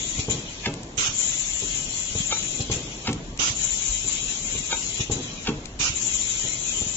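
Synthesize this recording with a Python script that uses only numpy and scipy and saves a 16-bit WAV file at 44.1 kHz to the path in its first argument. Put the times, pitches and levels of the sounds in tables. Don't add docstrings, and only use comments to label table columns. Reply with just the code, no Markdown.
import sys
import numpy as np
from scipy import signal
from scipy.fft import rfft, irfft, next_fast_len
from scipy.io import wavfile
from scipy.ndimage import uniform_filter1d, map_coordinates

SR = 44100
rng = np.random.default_rng(int(sys.argv[2]) if len(sys.argv) > 2 else 0)


def rack_gain(trim_db):
    fader = np.asarray(trim_db, float)
    return 10 ** (fader / 20)


def materialize(psi):
    bounded = np.clip(np.atleast_2d(psi).T, -1, 1)
    quanta = np.round(bounded * 32767).astype(np.int16)
    wavfile.write(sys.argv[1], SR, quanta)


N = 306936


def unit(x):
    return x / np.sqrt(np.mean(np.mean(np.atleast_2d(x), axis=0) ** 2) + 1e-20)


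def along(points, hz):
    f, v = np.transpose(points)
    return np.interp(np.log(hz + 1), np.log(f + 1), v)


def since(s):
    return np.maximum(np.arange(N) / SR - s, 0)


def wobble(rate):
    knots = rng.standard_normal(int(N * rate / SR) + 4)
    return map_coordinates(knots, [np.arange(N) * rate / SR])


def filtered(x, response):
    m = next_fast_len(N + SR // 2)
    return irfft(rfft(x, m) * response(np.fft.rfftfreq(m, 1 / SR)), m)[..., :N]


def add(track, s, sound):
    part = track[..., max(round(s * SR), 0):][..., :sound.shape[-1]]
    part += sound[..., :part.shape[-1]]


# freq_hz, likeness
DIFFUSE_LIKENESS = [(30, .965), (240, .955), (490, .8), (900, .25), (1500, -.25), (2600, -.3), (6000, .05)]


def rush(spectrum, lean, patchy_db, bumps=(), alike=DIFFUSE_LIKENESS, lag=0):
    z = signal.stft(rng.standard_normal((2, N)), nperseg=512)[2]
    field = uniform_filter1d(rng.standard_normal(z.shape[1:]), size=4, axis=0)
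    field = uniform_filter1d(field, size=8, axis=1)
    pair = signal.istft(z * rack_gain(patchy_db * field / field.std()), nperseg=512)[1][:, :N]

    def mid_side_gain(f):
        resonance = 1 + sum(rack_gain(db) / (1 + (2 * (f - c) / w) ** 2) for c, w, db in bumps)
        turn = np.arccos(np.clip(along(alike, f), -1, 1)) / 2
        return rack_gain(along(spectrum, f)) * resonance * np.array([np.cos(turn), np.sin(turn)])

    mid, side = filtered(pair, mid_side_gain)
    ports = np.array([mid + side, mid - side])
    left, right = filtered(ports, lambda f: rack_gain(along(lean, f) * np.array([[.5], [-.5]])))
    return unit(np.array([left, np.roll(right, shift=lag)]))


# freq_hz, level_db per Hz
NOZZLE_AIR = [(4500, -20), (5500, -30), (6200, -1), (6700, -1), (7200, 1.5), (7800, -7)]
JET_AIR = [(700, -27.5), (1400, -12), (2000, -5.5), (2300, -2), (2550, -0.5), (3250, 0), (3630, -1),
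           (4000, 0), (4700, -2.5), (6000, 2.5), (7800, -22.5)]
# freq_hz, width_hz, level_db
WHISTLE = [(6542, 55, -1), (6910, 50, 2), (7113, 30, 8), (7310, 48, 4)]
HOSE = [(2078, 240, -4.5), (2490, 77, 1), (3237, 750, -0.5), (3920, 79, -6.5)]
# freq_hz, lean_db
LEFT_PORT = [(2500, .5), (4800, .5), (5800, 7), (6500, 11), (7200, 13)]
# freq_hz, likeness
DIRECT_LIKENESS = [(800, 0.27), (2500, 0.45), (4700, 0.16), (5500, 0.17), (7200, 0.043)]
# freq_hz, likeness
JET_LIKENESS = [(700, .6), (1050, .15), (1700, -.4), (2400, -.35), (3400, -.25), (3950, .3), (4700, -.35),
                (5600, 0)]


def air():
    nozzle = flow(hold_db=-29, surge_db=7.5, drop_db_per_s=117.5, leak_db=-40.5)
    nozzle = nozzle + puffs(opening_db=-31, return_db=-15.5)
    jet = flow(hold_db=-38, surge_db=1.3, drop_db_per_s=50, leak_db=-42)
    jet = jet + puffs(opening_db=-23.5, return_db=-28.5)
    gust = wobble(14)
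    flutter = rack_gain(0.69 * gust + 1.2 * wobble(45))
    whistling = rush(NOZZLE_AIR, LEFT_PORT, patchy_db=-1.5, bumps=WHISTLE, alike=DIRECT_LIKENESS, lag=6)
    hissing = rush(JET_AIR, LEFT_PORT, patchy_db=3.0, bumps=HOSE, alike=JET_LIKENESS)
    return nozzle * flutter * whistling + jet * rack_gain(1.1 * gust) * hissing


GRIP_DELAY_S, GRIP_S, SETTLE_S = .03, 0.021, 0.35
LET_GO_S = 0.019
LEAK_SAG_DB_PER_S = 5
LEAK_PAST_STOP_S, LEAK_STEP_DB, LEAK_DROP_DB_PER_S = 0.028, -5.5, 25


def flow(hold_db, surge_db, drop_db_per_s, leak_db):
    out, t = np.zeros(N), np.arange(N) / SR
    grips = [-np.ptp(t)] + [s + length + GRIP_DELAY_S for s, db, length in BLASTS]
    ends = [(a[0], b[0]) for a, b in zip(OPENINGS, RETURNS)] + [(2 * t[-1], 2 * t[-1])]
    for grip, (opening, back) in zip(grips, ends):
        held = since(grip)
        level_db = hold_db + surge_db * np.exp(-held / SETTLE_S) - drop_db_per_s * since(opening - LET_GO_S)
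        out += (1 - np.exp(-held / GRIP_S)) ** 2 * rack_gain(level_db) * (t < back)
    for (back, _), (stop, _), (blast_s, *_) in zip(RETURNS, STOPS, BLASTS):
        shut = since(stop + LEAK_PAST_STOP_S)
        level_db = leak_db - LEAK_SAG_DB_PER_S * since(back)
        level_db = level_db + LEAK_STEP_DB * (1 - np.exp(-shut / .008)) - LEAK_DROP_DB_PER_S * shut
        out += rack_gain(level_db) * (t >= back) * (t < blast_s)
    return out


# start_s, peak_db
OPENINGS = [
    (0.187, -19),
    (2.6, -20),
    (4.999, -20),
]
# start_s, peak_db
RETURNS = [
    (0.283, -16.5),
    (2.698, -15.5),
    (5.098, -15),
]


def puffs(opening_db, return_db):
    def puff(s, db, t60):
        return rack_gain(db - 60 * since(s) / t60) * (1 - np.exp(-since(s) / 0.0065)) ** 2

    opening = sum(puff(s, opening_db, 0.095) for s, _ in OPENINGS)
    leaving = sum(puff(s + .011, return_db, 0.16) for s, _ in RETURNS)
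    return opening + leaving


# start_s, level_db, length_s
BLASTS = [
    (0.981, -18, .107),
    (3.395, -17.5, 0.11),
    (5.8, -17.5, .1),
]
# freq_hz, level_db per Hz
BLAST_AIR = [(300, -14), (600, -17.5), (1300, -9), (1800, -13), (2300, -5.5), (2650, -5), (3500, -5),
             (4300, -9.5), (5600, -2.5), (6500, 3), (7300, -0.5)]
# freq_hz, lean_db
RIGHT_SIDE = [(350, -4), (1300, -7), (1900, -3), (2900, -17), (3700, -12), (4500, -3), (5800, -5.5),
              (6500, -3), (7200, 1)]


def blast():
    level = 0
    for s, db, length in BLASTS:
        shut = since(s + length - .006)
        hose_dregs = rack_gain(-4.5 - 60 * shut / 0.34)
        fall = np.maximum(rack_gain(-60 * shut / .05), hose_dregs)
        snap = (1 - np.exp(-since(s - .007) / 0.0026)) ** 2
        fill = 1 - 0.16 * np.exp(-since(s) / 0.016)
        level = level + rack_gain(db) * fall * snap * fill
    noise = rush(BLAST_AIR, RIGHT_SIDE, patchy_db=2.5, alike=DIRECT_LIKENESS, lag=9)
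    return level * rack_gain(0.27 * wobble(90)) * noise


# start_s, peak_db
STOPS = [
    (0.657, -19),
    (3.072, -18.5),
    (5.471, -18.5),
]
# freq_hz, level_db, t60_s
STOP_BLOCK = [(750, 5, 0.11), (932, 8.5, 0.1), (1361, 1.5, 0.1), (1520, -18, 0.026), (1987, -22, 0.066),
              (2323, 3.5, 0.083), (2634, 17.5, 0.063), (3246, 12, 0.073), (3380, -25.5, 0.14),
              (3500, -6, 0.15), (4370, -21, 0.027), (4940, -12, 0.022)]


def slide_stop():
    out = np.zeros(N)
    for s, db in STOPS:
        cushion = ring(STOP_BLOCK, stretch=0.47, contact=0.0099, crack=1.7, low_hz=1210)
        blow = ring(STOP_BLOCK, stretch=.3, contact=0.0036, crack=3.6, low_hz=1298)
        rebound = ring(STOP_BLOCK, stretch=0.67, contact=0.0046, crack=2.3, low_hz=687)
        add(out, s - .022, rack_gain(db - 17) * cushion)
        add(out, s - .001, rack_gain(db - 5.5) * blow)
        add(out, s + 0.014, rack_gain(db - 15) * rebound)
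    return out


# start_s, peak_db
CLACKS = [
    (2.324, -16.5),
    (4.726, -16),
]
# freq_hz, level_db, t60_s
JAW_MODES = [(357, -8, 0.11), (526, 4.5, 0.041), (828, 8, 0.042), (896.4, -0.5, 0.15), (1260, -9, 0.087),
             (1417, 5.5, 0.051), (1830, -27.5, 0.045), (2220, 15.5, 0.025), (2390, 9, 0.054),
             (3400, -36, .05), (3800, 6.5, 0.13), (6100, -3, 0.38), (5670, -15.5, 0.071)]


def jaws():
    out = np.zeros(N)
    for s, db in CLACKS:
        touch = ring(JAW_MODES, stretch=0.34, contact=0.005, crack=3.1, low_hz=1430)
        blow = ring(JAW_MODES, stretch=0.55, contact=0.0021, crack=1.1, low_hz=403)
        rebound = ring(JAW_MODES, stretch=0.7, contact=0.0046, crack=0.91, low_hz=890)
        rattle = ring(JAW_MODES, stretch=0.3, contact=0.0024, crack=1.2, low_hz=880)
        add(out, s - .014, rack_gain(db - 12) * touch)
        add(out, s - .001, rack_gain(db - 5.5) * blow)
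        add(out, s + 0.013, rack_gain(db - 19.5) * rebound)
        add(out, s + 0.045, rack_gain(db - 15) * rattle)
    return out


def ring(modes, stretch, contact, crack, low_hz):
    t = np.arange(SR // 2) / SR
    draw = rng.standard_normal((len(modes), 3))
    tone = 0
    for (hz, db, t60), (louder, detune, turn) in zip(modes, draw):
        decay = rack_gain(db + 0.77 * louder - 60 * t / (t60 * stretch))
        tone = tone + decay * np.sin(2 * np.pi * (hz * (1 + 0.023 * detune) * t + turn))
    rattle = t / contact * np.exp(1 - t / contact) * rng.standard_normal(len(t))
    band = signal.butter(2, [low_hz, 4500], "bandpass", fs=SR, output="sos")
    clatter = signal.sosfilt(band, rattle)
    return tone * (1 - np.exp(-t / contact)) ** 2 + crack * clatter


# start_s, peak_db, left_over_right_db
TICKS = [
    (0.74, -29, 10.0),
    (0.8334, -31, 2),
    (0.9728, -35.5, -14),
    (3.114, -32, 5.5),
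    (3.1306, -23.5, 4),
    (3.376, -33.5, 10),
    (5.657, -29, 11.5),
    (5.792, -30.5, 10),
]
# freq_hz, level_db
TICK_COLOUR = [(1000, -15), (2000, 0.5), (5000, -0.5), (7300, 4), (8400, -6), (8900, -54)]


def ticks():
    out, t = np.zeros((2, N)), np.arange(SR // 20) / SR
    for s, db, pan_db in TICKS:
        shape = t / .0015 * np.exp(1 - t / .0015)
        burst = rack_gain(db + 1) * shape * rng.standard_normal((2, len(t)))
        add(out, s - .002, burst[0] * rack_gain(pan_db * np.array([[.5], [-.5]])))
        add(out, s + 0.013, rack_gain(-16.5) * burst)
    ports = np.array([out[0], np.roll(out[1], shift=6)])
    return filtered(ports, lambda f: rack_gain(along(TICK_COLOUR, f)))


def carriage():
    out, t = np.zeros(N), np.arange(SR // 20 * 2) / SR
    hum = np.sin(2 * np.pi * 374 * t) + .6 * np.sin(2 * np.pi * 1.3 * 374 * t)
    for s, db in RETURNS:
        add(out, s + 0.065, rack_gain(db - 16 - 60 * t / 0.3) * (1 - np.exp(-t / 0.013)) * hum)
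    return out


def bench():
    out = np.zeros(N)
    t = np.arange(-SR // 20, SR // 20) / SR
    for s, db, (shoves, knocks) in strokes():
        for delay, over_db, hz in shoves:
            u = (np.pi * hz * t) ** 2
            add(out, s + delay + t[0], rack_gain(db + over_db) * (2 * u - 1) * np.exp(-u))
        for delay, over_db, stretch in knocks:
            add(out, s + delay, rack_gain(db + over_db) * knock(stretch))
    return out


# start_s, peak_db
FOLDS = [
    (2.152, -21),
    (4.552, -25),
    (6.815, -25),
]
# start_s, peak_db
ARRIVALS = [
    (1.622, -31),
    (4.04, -31),
    (6.44, -30),
]
# delay_s, level_db, ring_time_factor
FOLD = [(.009, 1, 98), (.054, 1, 140)], [(0.00037, 1, 0.28)]
OPENING = [(.008, .7, 90.5)], [(-.004, -5, 0.61)]
RETURN = [(.023, -3, 90), (.071, -8.5, 117)], [(0, -0.5, .3), (.022, -9, .61), (.048, -15, .4),
          (.065, -14, .7)]
STOP = [(.019, 1.5, 167)], [(.011, 1.2, .92)]
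VALVE_ON = [(.004, -22, 83.6)], [(0, -9.5, 0.48)]
VALVE_OFF = [(.003, -7.5, 94.3)], []
ARRIVAL = [(.014, 2.8, 128.5)], [(0, 0, 1.03)]


def strokes():
    kinds = [(FOLDS, FOLD), (OPENINGS, OPENING), (RETURNS, RETURN), (STOPS, STOP), (ARRIVALS, ARRIVAL)]
    out = [(s, db, push) for rows, push in kinds for s, db in rows]
    for s, db, length in BLASTS:
        out += [(s, db, VALVE_ON), (s + length, db, VALVE_OFF)]
    return out


# freq_hz, level_db, t60_s
FRAME = [(120, -5, 0.47), (153, 0.5, 0.4), (167.7, -8, 0.17), (216, -1, 0.21), (232.4, -0.5, 0.17),
         (292, -0.5, .4), (330.3, -5, 0.17), (383.3, 5.5, 0.11), (453, -6, 0.47), (536, -11.5, 0.48),
         (662, -16.5, 0.42), (807, -8, 0.25), (1063, -8, 0.15), (1400, -10.5, 0.061)]


def knock(stretch):
    t = np.arange(SR // 2) / SR
    draw = rng.standard_normal((len(FRAME), 2))
    drift = np.cumsum(.022 * rng.standard_normal((len(FRAME), len(t))), axis=1)
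    drift = uniform_filter1d(drift, size=200, axis=1)
    modes = 0
    for (hz, db, t60), (louder, detune), wander in zip(FRAME, draw, drift):
        decay = rack_gain(db + 2 * louder - 60 * t / (t60 * stretch))
        modes = modes + decay * np.sin(2 * np.pi * hz * (1 + .03 * detune) * t + wander)
    return (1 - np.exp(-t / 0.0012)) / 3 * modes


# freq_hz, level_db per Hz
RUMBLE = [(8.8, -32.5), (15, -18.5), (38, 0.5), (59, -6), (86, -10.5), (120, -21.5), (160, -51.5),
          (260, -120)]
DRONE = [(50, -25.5), (110, -1.5), (200, -4), (290, -5), (450, -11), (700, -14), (1000, -30)]
MURMUR = [(350, -21.5), (600, -5.5), (1000, -1.5), (1500, -7.5), (2500, -8), (4500, -14), (7800, -22)]


def shop():
    shudder = 0
    for s, db in RETURNS + STOPS:
        shudder = shudder + rack_gain(db - 60 * since(s) / .9) * (1 - np.exp(-since(s) / 0.036))
    rumble = rack_gain(-44 + 1.5 * wobble(9) + 1.2 * wobble(3)) * rush(RUMBLE, LEFT_PORT, patchy_db=1.1)
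    drone_level = (rack_gain(-42.5) + rack_gain(-20.5) * shudder) * rack_gain(1.5 * wobble(6))
    drone = drone_level * rush(DRONE, LEFT_PORT, patchy_db=1.0)
    murmur = (rack_gain(-52.5) + rack_gain(-29.5) * shudder) * rush(MURMUR, LEFT_PORT, patchy_db=1.0)
    return rumble + drone + murmur


# freq_hz, t60_s
WALLS = [(150, 0.17), (1000, 0.48), (8000, 0.17)]


def room(x):
    hz, t, z = signal.stft(rng.standard_normal((2, SR // 2)), SR, nperseg=256)
    tail = signal.istft(z * rack_gain(-60 * t / along(WALLS, hz)[:, None]), SR, nperseg=256)[1]
    tail = tail / np.linalg.norm(tail[0])
    return signal.fftconvolve(np.pad(x, (300, 0))[None], tail, axes=1)[:, :N]


TOP_HZ = 7550
# freq_hz, step_db
COARSE = [(150, -14), (500, -6), (1100, 4), (2000, 6), (3200, 5), (4800, 6.5), (5600, -2), (6500, -10)]
# freq_hz, step_db
SIDE_COARSE = [(250, 2), (400, -7), (600, -40)]


def phone(x, size=1024):
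    k, n = np.arange(int(TOP_HZ * 2 * size / SR)) + .5, np.arange(2 * size) + .5
    window = np.sin(np.pi * n / (2 * size))[:, None]
    basis = window * np.cos(np.pi / size * np.outer(n + size / 2, k)) * np.sqrt(2 / size)
    mid_side = [x[0] + x[1], x[0] - x[1]]
    halves = np.pad(mid_side, ((0, 0), (size, 2 * size - N % size))).reshape(2, -1, size)
    lines = np.concatenate([halves[:, :-1], halves[:, 1:]], axis=2) @ basis

    local = np.sqrt(np.abs(uniform_filter1d(lines ** 2, size=40, axis=2)) + 1e-20)
    thrift = uniform_filter1d(rng.standard_normal(lines.shape), size=7, axis=2)
    hz = k * SR / (2 * size)
    step = local * rack_gain(along(COARSE, hz) + 8 * thrift)
    side_floor = local[0] * rack_gain(along(SIDE_COARSE, hz) + 14 * thrift[1, :, :1])
    step[1] = np.maximum(step[1], side_floor)
    rounded = step * np.sign(lines) * np.floor(np.abs(lines) / step + .42)

    treble = np.sum(np.diff(halves, axis=2) ** 2, axis=(0, 2)) + 1e-20
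    sudden = np.convolve(treble[1:] / treble[:-1] > 3.5, np.ones(3), "same") > 0
    frames = np.where(sudden[:, None], lines, rounded) @ basis.T
    mid, side = (frames[:, :-1, size:] + frames[:, 1:, :size]).reshape(2, -1)[:, :N]
    return np.array([mid + side, mid - side]) / 2


def scene():
    steel = slide_stop() + jaws()
    frame = bench() + carriage()
    steel_ports = np.array([steel, np.roll(steel, shift=4)]) * rack_gain([[.6], [-.6]])
    frame_ports = np.array([frame, np.roll(frame, shift=5)])
    echoes = room(rack_gain(-13.5) * steel + rack_gain(-19.5) * frame)
    lasting = air() + blast() + steel_ports + frame_ports + echoes + shop()
    return filtered(phone(lasting), lambda f: f < TOP_HZ) + ticks()


def low_pass(x):
    return signal.sosfilt(signal.butter(12, 8820, fs=SR, output="sos"), x)


def record(dry):
    return low_pass(dry)


dry = scene()
out = record(dry)
materialize(out)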